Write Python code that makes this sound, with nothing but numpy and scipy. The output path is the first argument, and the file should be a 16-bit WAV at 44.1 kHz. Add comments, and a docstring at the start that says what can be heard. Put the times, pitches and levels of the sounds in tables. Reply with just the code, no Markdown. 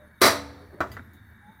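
"""Spark igniter on a gas hob

In a small cabin a lit burner murmurs (shaped noise) under a faint hiss with thin whistling bands and dull rubs.
The igniter snaps once, loudly: noise dies band by band while sine modes of the steel top and pan supports ring on.
The control comes back with a duller double knock, then light ticks and soft taps of noise and ringing modes.
Near the end comes a thin squeak, a wavering sine that climbs and slips back. A fast limiter flattens the snap."""
import sys
import numpy as np
from scipy import signal
from scipy.fft import rfft, irfft
from scipy.io import wavfile
from scipy.ndimage import uniform_filter1d

SR = 44100
rng = np.random.default_rng(int(sys.argv[2]) if len(sys.argv) > 2 else 0)


def waveform_to_disk(signal):
    """Save audio, clipped to [-1, 1], as 16-bit WAV at the path in sys.argv[1]."""
    frames = np.transpose(np.atleast_2d(signal))
    scaled = np.clip(frames, -1, 1) * 32767
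    samples = np.round(scaled).astype(np.int16)
    wavfile.write(sys.argv[1], SR, samples)


N = 70560
T = np.arange(N) / SR  # s
HZ = np.maximum(np.arange(N // 2 + 1) * SR / N, 1)  # spectrum bins, kept above zero for the logarithms

# All levels are set ahead of the limiter; colours are relative, since the noise is scaled to rms 1.
# Murmur of the lit burner, colour: [f/Hz, level/dB per Hz]
FLAME_COLOUR = [(25, -53), (50, -31.5), (75, 5), (125, -6.5), (160, -14), (220, -6), (300, -25), (600, -50)]
# Murmur of the lit burner, loudness: [t/s, level/dB]
FLAME_LEVEL = [(0, -57.5), (.17, -57), (.33, -45.5), (.63, -51), (.75, -56), (.87, -43.5), (1.12, -52.5),
               (1.32, -53.5), (1.6, -59)]
# Faint steady hiss, colour: [f/Hz, level/dB per Hz]
HISS_COLOUR = [(200, -3.5), (330, -8.5), (550, -18.5), (900, -8.5), (1200, -11), (1650, 0.5), (2000, -7),
               (2130, -15.5), (2270, -5), (2400, -30), (3100, -28.5), (4800, -38.5), (12000, -36.5),
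               (16000, -35.5)]
HISS_DB = -58.5
HISS_WAVER_DB, HISS_WAVER_S = 1, 0.12  # depth and step; each band wavers on its own
# Faintly whistling bands in the hiss: [f/Hz, width/Hz, level/dB]
WHISTLES = [(3690, 340, -73.5), (4420, 50, -90), (6350, 45, -91.5), (9360, 120, -82.5), (9760, 150, -85),
            (10230, 70, -87.5), (12680, 200, -78.5), (14600, 600, -80)]
WHISTLE_WAVER_DB, WHISTLE_WAVER_S = 4.5, 0.062  # depth and step
# Soft, low handling noises at the hob: [t/s, level/dB, half length/s, pitch f/Hz]
RUBS = [(0.015, -56.5, 0.11, 603), (0.628, -52, 0.032, 403), (0.742, -46, 0.03, 373),
        (0.786, -51.5, 0.028, 595), (0.906, -46.5, 0.017, 90), (0.994, -52.5, 0.03, 257),
        (1.15, -58.5, 0.026, 298), (1.318, -53, 0.023, 90.2), (1.507, -54.5, 0.049, 201)]
# Their common colour: [f/Hz, level/dB per Hz]
RUB_COLOUR = [(25, -44.5), (70, -4), (200, -3.5), (620, -12), (1200, -14.5), (2500, -35.5), (6000, -50.5)]
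RUB_WIDTH_HZ, RUB_LIFT_DB = 67, 17.5  # peak at each rub's pitch

# The igniter's snap, one event: [t/s, level/dB, steel ring/dB, thump/dB, f/Hz where the mode drive is 6 dB down]
SNAP = (0.2158, -4.5, -25, -7, 12000)
# Control's knock and its rebound, ahead of the contact lift: [columns as for the snap]
KNOCKS = [(0.804, -24.5, -48.5, -31.5, 1500), (0.8118, -29.5, -66, -50, 1500)]
# Colour of the snap's dense vibration: [f/Hz, level/dB per Hz]
SNAP_COLOUR = [(30, -47.5), (70, -19.5), (120, -13.5), (163, -24.5), (215, -9), (290, -12.5), (355, -5),
               (490, -3.5), (660, -0.5), (830, -7), (1230, -0.5), (1600, -7.5), (2060, -5.5), (2900, -18.5),
               (4100, -11.5), (5000, -15), (5950, -12), (6700, -22), (9800, -16), (13200, -21.5),
               (16000, -23.5)]
# Colour of the knocks' dense vibration: [f/Hz, level/dB per Hz]
KNOCK_COLOUR = [(30, -34), (87, 5), (160, -14), (380, 2.5), (559, -9), (635, 2), (746, -5), (884, -6.5),
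                (960, -2), (1200, 0.5), (1460, 2), (1620, -8.5), (2050, -9), (2200, -27), (2320, -11),
                (2500, -19.5), (3100, -25), (4400, -30), (7000, -33.5), (10100, -43.5), (16000, -38)]
# First decay of the hob's dense vibration after the snap: [f/Hz, t60/s]
SNAP_DECAY = [(100, 0.53), (350, 0.3), (1200, 0.3), (5000, 0.3), (13000, 0.22)]
# The same after a knock: [f/Hz, t60/s]
KNOCK_DECAY = [(100, 0.26), (350, 0.23), (1200, 0.17), (5000, 0.14), (13000, 0.12)]
# Slower tail of hob and cabin after the snap: [f/Hz, t60/s, level/dB against the first decay]
SNAP_TAIL = [(100, 0.91, -19.5), (350, 1.4, -28.5), (1200, 0.83, -25), (5000, 0.75, -26.5),
             (13060, 0.44, -29)]
# The same after a knock: [f/Hz, t60/s, level/dB against the first decay]
KNOCK_TAIL = [(100, 1.27, -16), (1190, 0.71, -23), (5000, 0.9, -15), (13000, 0.36, -10)]
# Clear modes of the steel top and pan supports: [f/Hz, level/dB against the event's ring, t60/s]
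STEEL_MODES = [(283.9, -3, 0.94), (366.1, 8.5, 0.28), (487.7, 6, 0.27), (496.4, -7.5, 0.95),
               (592, 8.5, 0.32), (666.8, 9.5, 0.38), (886.4, -3.5, 0.61), (1008, 3, .2), (1065, 1, 0.35),
               (1196, 13.5, .27), (1253, 9.5, 0.21), (1306.6, 8.5, .22), (1464, -1.5, 0.43),
               (1800, 4.5, 0.33), (2025, 4, 0.31), (2310, 1.5, .28), (4430, -26.5, 1.5), (4750, -3.5, 0.25)]
# The cabinet under the hob, one damped mode: [f/Hz, level/dB against the event's thump, t60/s]
CABINET_THUMP = [(358, 1, .08)]
# Bright resonances of the hob: [f/Hz, width/Hz, lift/dB]
BRIGHT = [(3345, 100, 5), (4030, 200, 5.5), (4710, 130, 5.5), (5350, 120, 2.5), (5850, 230, 5.5),
          (7630, 180, 9), (12620, 300, 6), (13955, 60, 7.5)]
RIPPLE_DB, RIPPLE_HZ = 2.5, 60  # depth and spacing of the lesser resonances crowded between them
LEAD_S, LEAD_DB = 0.008, -30.5  # the slip ahead of the snap: build-up time and final level
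ATTACK_S = 0.0012  # every contact takes a moment to spread through the steel
RATTLE_DB, RATTLE_S = 0.5, 0.0015  # loose parts chatter while the hob vibrates: depth and grain
CONTACT_DB, CONTACT_T60_S = 0, 0.044  # direct sound of a knock or tap, briefly on top of the vibration

# Light metallic ticks of the knob: [t/s, level/dB, ring/dB, tilt/dB per octave]
TICKS = [(0.9162, -50, -46, -1), (1.133, -60, -78, 4)]
# Colour of the ticks ahead of the tilt: [f/Hz, level/dB per Hz]
TICK_COLOUR = [(1500, -15), (3000, -1), (4800, -6), (5600, -15), (6500, -2.5), (8500, -11.5), (12000, -2),
               (15000, -1), (16000, -9)]
# Ringing modes of the ticks: [f/Hz, level/dB against the tick's ring, t60/s]
TICK_MODES = [(1984, -0.5, 0.16), (4700, 0, 0.076), (4930, -8, .14), (6370, -16, .12)]
TICK_T60_S = 0.2
# Soft taps of the knob settling, ahead of the contact lift: [t/s, level/dB, t60/s]
TAPS = [(0.9672, -37, 0.12), (0.9936, -44, 0.07)]
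# Colour of the taps: [f/Hz, level/dB per Hz]
TAP_COLOUR = [(150, 0), (400, 3.5), (900, 0), (1400, 12.5), (2000, 6.5), (2600, -14), (5000, -23),
              (9000, -39), (16000, -62)]
# Thin squeak: [t/s, f/Hz, level/dB]
SQUEAK = [(1.41, 810, -85), (1.435, 825, -59), (1.465, 827, -57.5), (1.495, 856, -51.5),
          (1.525, 901, -65.5), (1.58, 853, -69), (1.6, 847, -52.5)]
SQUEAK_WAVER = 0.0086  # rms, as a share of the pitch

WIDE_ABOVE_HZ, WIDE_DB = 11200, -12  # only the highest treble differs between the ears
LIMIT_DB, LIMIT_WINDOW_S, RELEASE_DB_PER_S = -12, 0.003, 407
CUTOFF_HZ = 15800


def from_db(db):
    """Decibels to gain."""
    return 10 ** (np.asarray(db) / 20)


def rms_one(x):
    """Scale to unit rms."""
    return x / np.sqrt(np.mean(x ** 2) + 1e-20)


def at_hz(points, hz, axis=1):
    """Read a table's column on a log-frequency axis."""
    points = np.array(points)
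    return np.interp(np.log(hz), np.log(points[:, 0]), points[:, axis])


def in_time(rows):
    """Read each column of a curve at every sample."""
    times, *columns = np.transpose(rows)
    return [np.interp(T, times, column) for column in columns]


def noise(colour, extra_db=0):
    """Random-phase noise of a given colour, rms 1."""
    phases = np.exp(2j * np.pi * rng.random(len(HZ)))
    gains = from_db(at_hz(colour, HZ) + extra_db)
    return rms_one(irfft(phases * gains, N))


def split(spectrum, centres):
    """Overlapping bands of a spectrum, each as a waveform; together they add up to the whole."""
    bands = []
    for corner_values in np.eye(len(centres)):
        share = np.interp(np.log(HZ), np.log(centres), corner_values)
        bands.append(irfft(spectrum * share, N))
    return bands


def drift(step_s):
    """A random wander that reaches a new value every step."""
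    values = rng.standard_normal(size=3000)
    return np.interp(T / step_s, np.arange(len(values)), values)


def lift_db(peaks):
    """Lift at each frequency from a table of resonances."""
    return sum(db / (1 + (2 * (HZ - hz) / width) ** 2) for hz, width, db in peaks)


def dying(start, t60):
    """Envelope that rises quickly at its start and dies away exponentially."""
    age = np.maximum(T - start, 0)
    rise = np.sin(np.pi / 2 * np.minimum(age / ATTACK_S, 1)) ** 2
    return rise * np.exp(-np.log(1000) * age / t60)


def ring(start, modes):
    """Decaying sine modes set ringing together, each with a random sign."""
    out = 0
    for hz, db, t60 in modes:
        gain = rng.choice([-1, 1]) * from_db(db)
        out = out + gain * dying(start, t60) * np.sin(2 * np.pi * hz * (T - start))
    return out


def contact(start):
    """Gain that lifts the first moments of a contact, for its direct sound."""
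    return 1 + from_db(CONTACT_DB) * dying(start, CONTACT_T60_S)


def flame():
    """The lit burner's murmur: low noise riding a loudness curve."""
    level_db, = in_time(FLAME_LEVEL)
    return from_db(level_db) * noise(FLAME_COLOUR)


def hiss():
    """Faint noise whose bands waver slightly and independently."""
    bands = split(rfft(noise(HISS_COLOUR)), np.geomspace(250, 16000, 16))
    wavering = sum(band * from_db(HISS_WAVER_DB * drift(HISS_WAVER_S)) for band in bands)
    return from_db(HISS_DB) * wavering


def whistles():
    """Thin bands of noise, each swelling and fading on its own."""
    out = 0
    for hz, width, db in WHISTLES:
        resonance = 1 / (1 + (2 * (HZ - hz) / width) ** 4)
        band = irfft(rfft(rng.standard_normal(N)) * resonance, N)
        swelling = band * from_db(WHISTLE_WAVER_DB * drift(WHISTLE_WAVER_S))
        out = out + from_db(db) * rms_one(swelling)
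    return out


def handling():
    """Dull noise rubs that swell and fade, each peaking around its own low pitch."""
    out = 0
    for centre, db, half_length, hz in RUBS:
        swell = np.exp(-((T - centre) / half_length) ** 2)
        pitch_lift = lift_db([(hz, RUB_WIDTH_HZ, RUB_LIFT_DB)])
        out = out + from_db(db) * swell * noise(RUB_COLOUR, pitch_lift)
    return out


def hob_response():
    """Gain of the hob: its bright resonances and, from the lowest of them up, a random ripple of lesser ones."""
    ripple = rng.standard_normal(size=1000)
    ripple_db = RIPPLE_DB * np.interp(HZ / RIPPLE_HZ, np.arange(len(ripple)), ripple)
    return from_db(lift_db(BRIGHT) + ripple_db * (HZ > BRIGHT[0][0]))


def blow(event, colour, decay, tail, response):
    """A blow on the hob: crowded vibration dying octave by octave, a slower tail, clear steel modes and a thump."""
    start, db, ring_db, thump_db, contact_hz = event
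    spectrum = rfft(noise(colour)) * response
    centres = np.geomspace(62.5, 16000, 9)  # octaves
    dense = 0
    for hz, band in zip(centres, split(spectrum, centres)):
        early = dying(start, at_hz(decay, hz))
        late = from_db(at_hz(tail, hz, axis=2)) * dying(start, at_hz(tail, hz))
        dense = dense + band * np.hypot(early, late)
    rattling = from_db(db + RATTLE_DB * drift(RATTLE_S)) * dense
    # the contact drives high modes less
    modes = [(hz, mode_db - 20 * np.log10(1 + (hz / contact_hz) ** 2), t60) for hz, mode_db, t60 in STEEL_MODES]
    steel = from_db(ring_db) * ring(start, modes)
    thump = from_db(thump_db) * ring(start, CABINET_THUMP)
    return rattling + steel + thump


def slip():
    """A brief noise building up to the snap and cut off as the snap reaches full force."""
    build_up = np.clip((T - SNAP[0]) / LEAD_S + 1, 0, 1)
    before_end = T < SNAP[0] + ATTACK_S
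    return from_db(LEAD_DB) * noise(SNAP_COLOUR) * build_up * before_end


def snap(response):
    """The igniter's hard blow, exciting the steel far up into the treble."""
    return blow(SNAP, SNAP_COLOUR, SNAP_DECAY, SNAP_TAIL, response)


def snap_spread(response):
    """Top treble of a second, separately drawn snap, for the difference between the ears."""
    treble = rfft(snap(response)) * np.clip((HZ - WIDE_ABOVE_HZ) / 300, 0, 1)
    return from_db(WIDE_DB) * irfft(treble, N)


def control_knocks(response):
    """The control coming back and rebounding: duller blows, each with its direct sound on top."""
    out = 0
    for knock in KNOCKS:
        out = out + contact(knock[0]) * blow(knock, KNOCK_COLOUR, KNOCK_DECAY, KNOCK_TAIL, response)
    return out


def knob_ticks():
    """Bright dying noise with a short metallic ring of sine modes."""
    out = 0
    for start, db, ring_db, tilt in TICKS:
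        click = from_db(db) * noise(TICK_COLOUR, tilt * np.log2(HZ)) * dying(start, TICK_T60_S)
        out = out + click + from_db(ring_db) * ring(start, TICK_MODES)
    return out


def knob_taps():
    """Dull, quickly dying noise as the knob settles, with its direct sound on top."""
    return sum(from_db(db) * noise(TAP_COLOUR) * dying(start, t60) * contact(start) for start, db, t60 in TAPS)


def squeak():
    """A faint, nearly pure tone: a sine whose wavering pitch climbs and then slips back."""
    hz, db = in_time(SQUEAK)
    waver = rms_one(uniform_filter1d(rng.standard_normal(N), size=300))
    phase = 2 * np.pi * np.cumsum(hz * (1 + SQUEAK_WAVER * waver)) / SR
    started = T > SQUEAK[0][0]
    return np.sqrt(2) * from_db(db) * started * np.sin(phase)  # root two makes the level rms


def scene():
    """Everything sits in the centre; the snap's top treble spreads a little."""
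    response = hob_response()
    background = flame() + hiss() + whistles()
    igniter = slip() + snap(response) + control_knocks(response)
    mid = background + handling() + igniter + knob_ticks() + knob_taps() + squeak()
    side = snap_spread(response)
    return np.array([mid + side, mid - side])


def record(dry):
    """A fast limiter holds loud sound at one level and lets go steadily; a steep lowpass cuts the top."""
    power = uniform_filter1d(np.mean(dry ** 2, axis=0), max(int(LIMIT_WINDOW_S * SR), 1))
    over_db = np.maximum(10 * np.log10(np.maximum(power, 1e-12)) - LIMIT_DB, 0)
    # a running maximum on a rising slope: the reduction falls at the release rate
    release_db = RELEASE_DB_PER_S * T
    held_db = np.maximum.accumulate(over_db + release_db) - release_db
    lowpass = signal.ellip(10, 0.1, 80, CUTOFF_HZ, fs=SR, output="sos")
    return signal.sosfilt(lowpass, dry * from_db(-held_db))


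dry = scene()
out = record(dry)
waveform_to_disk(out)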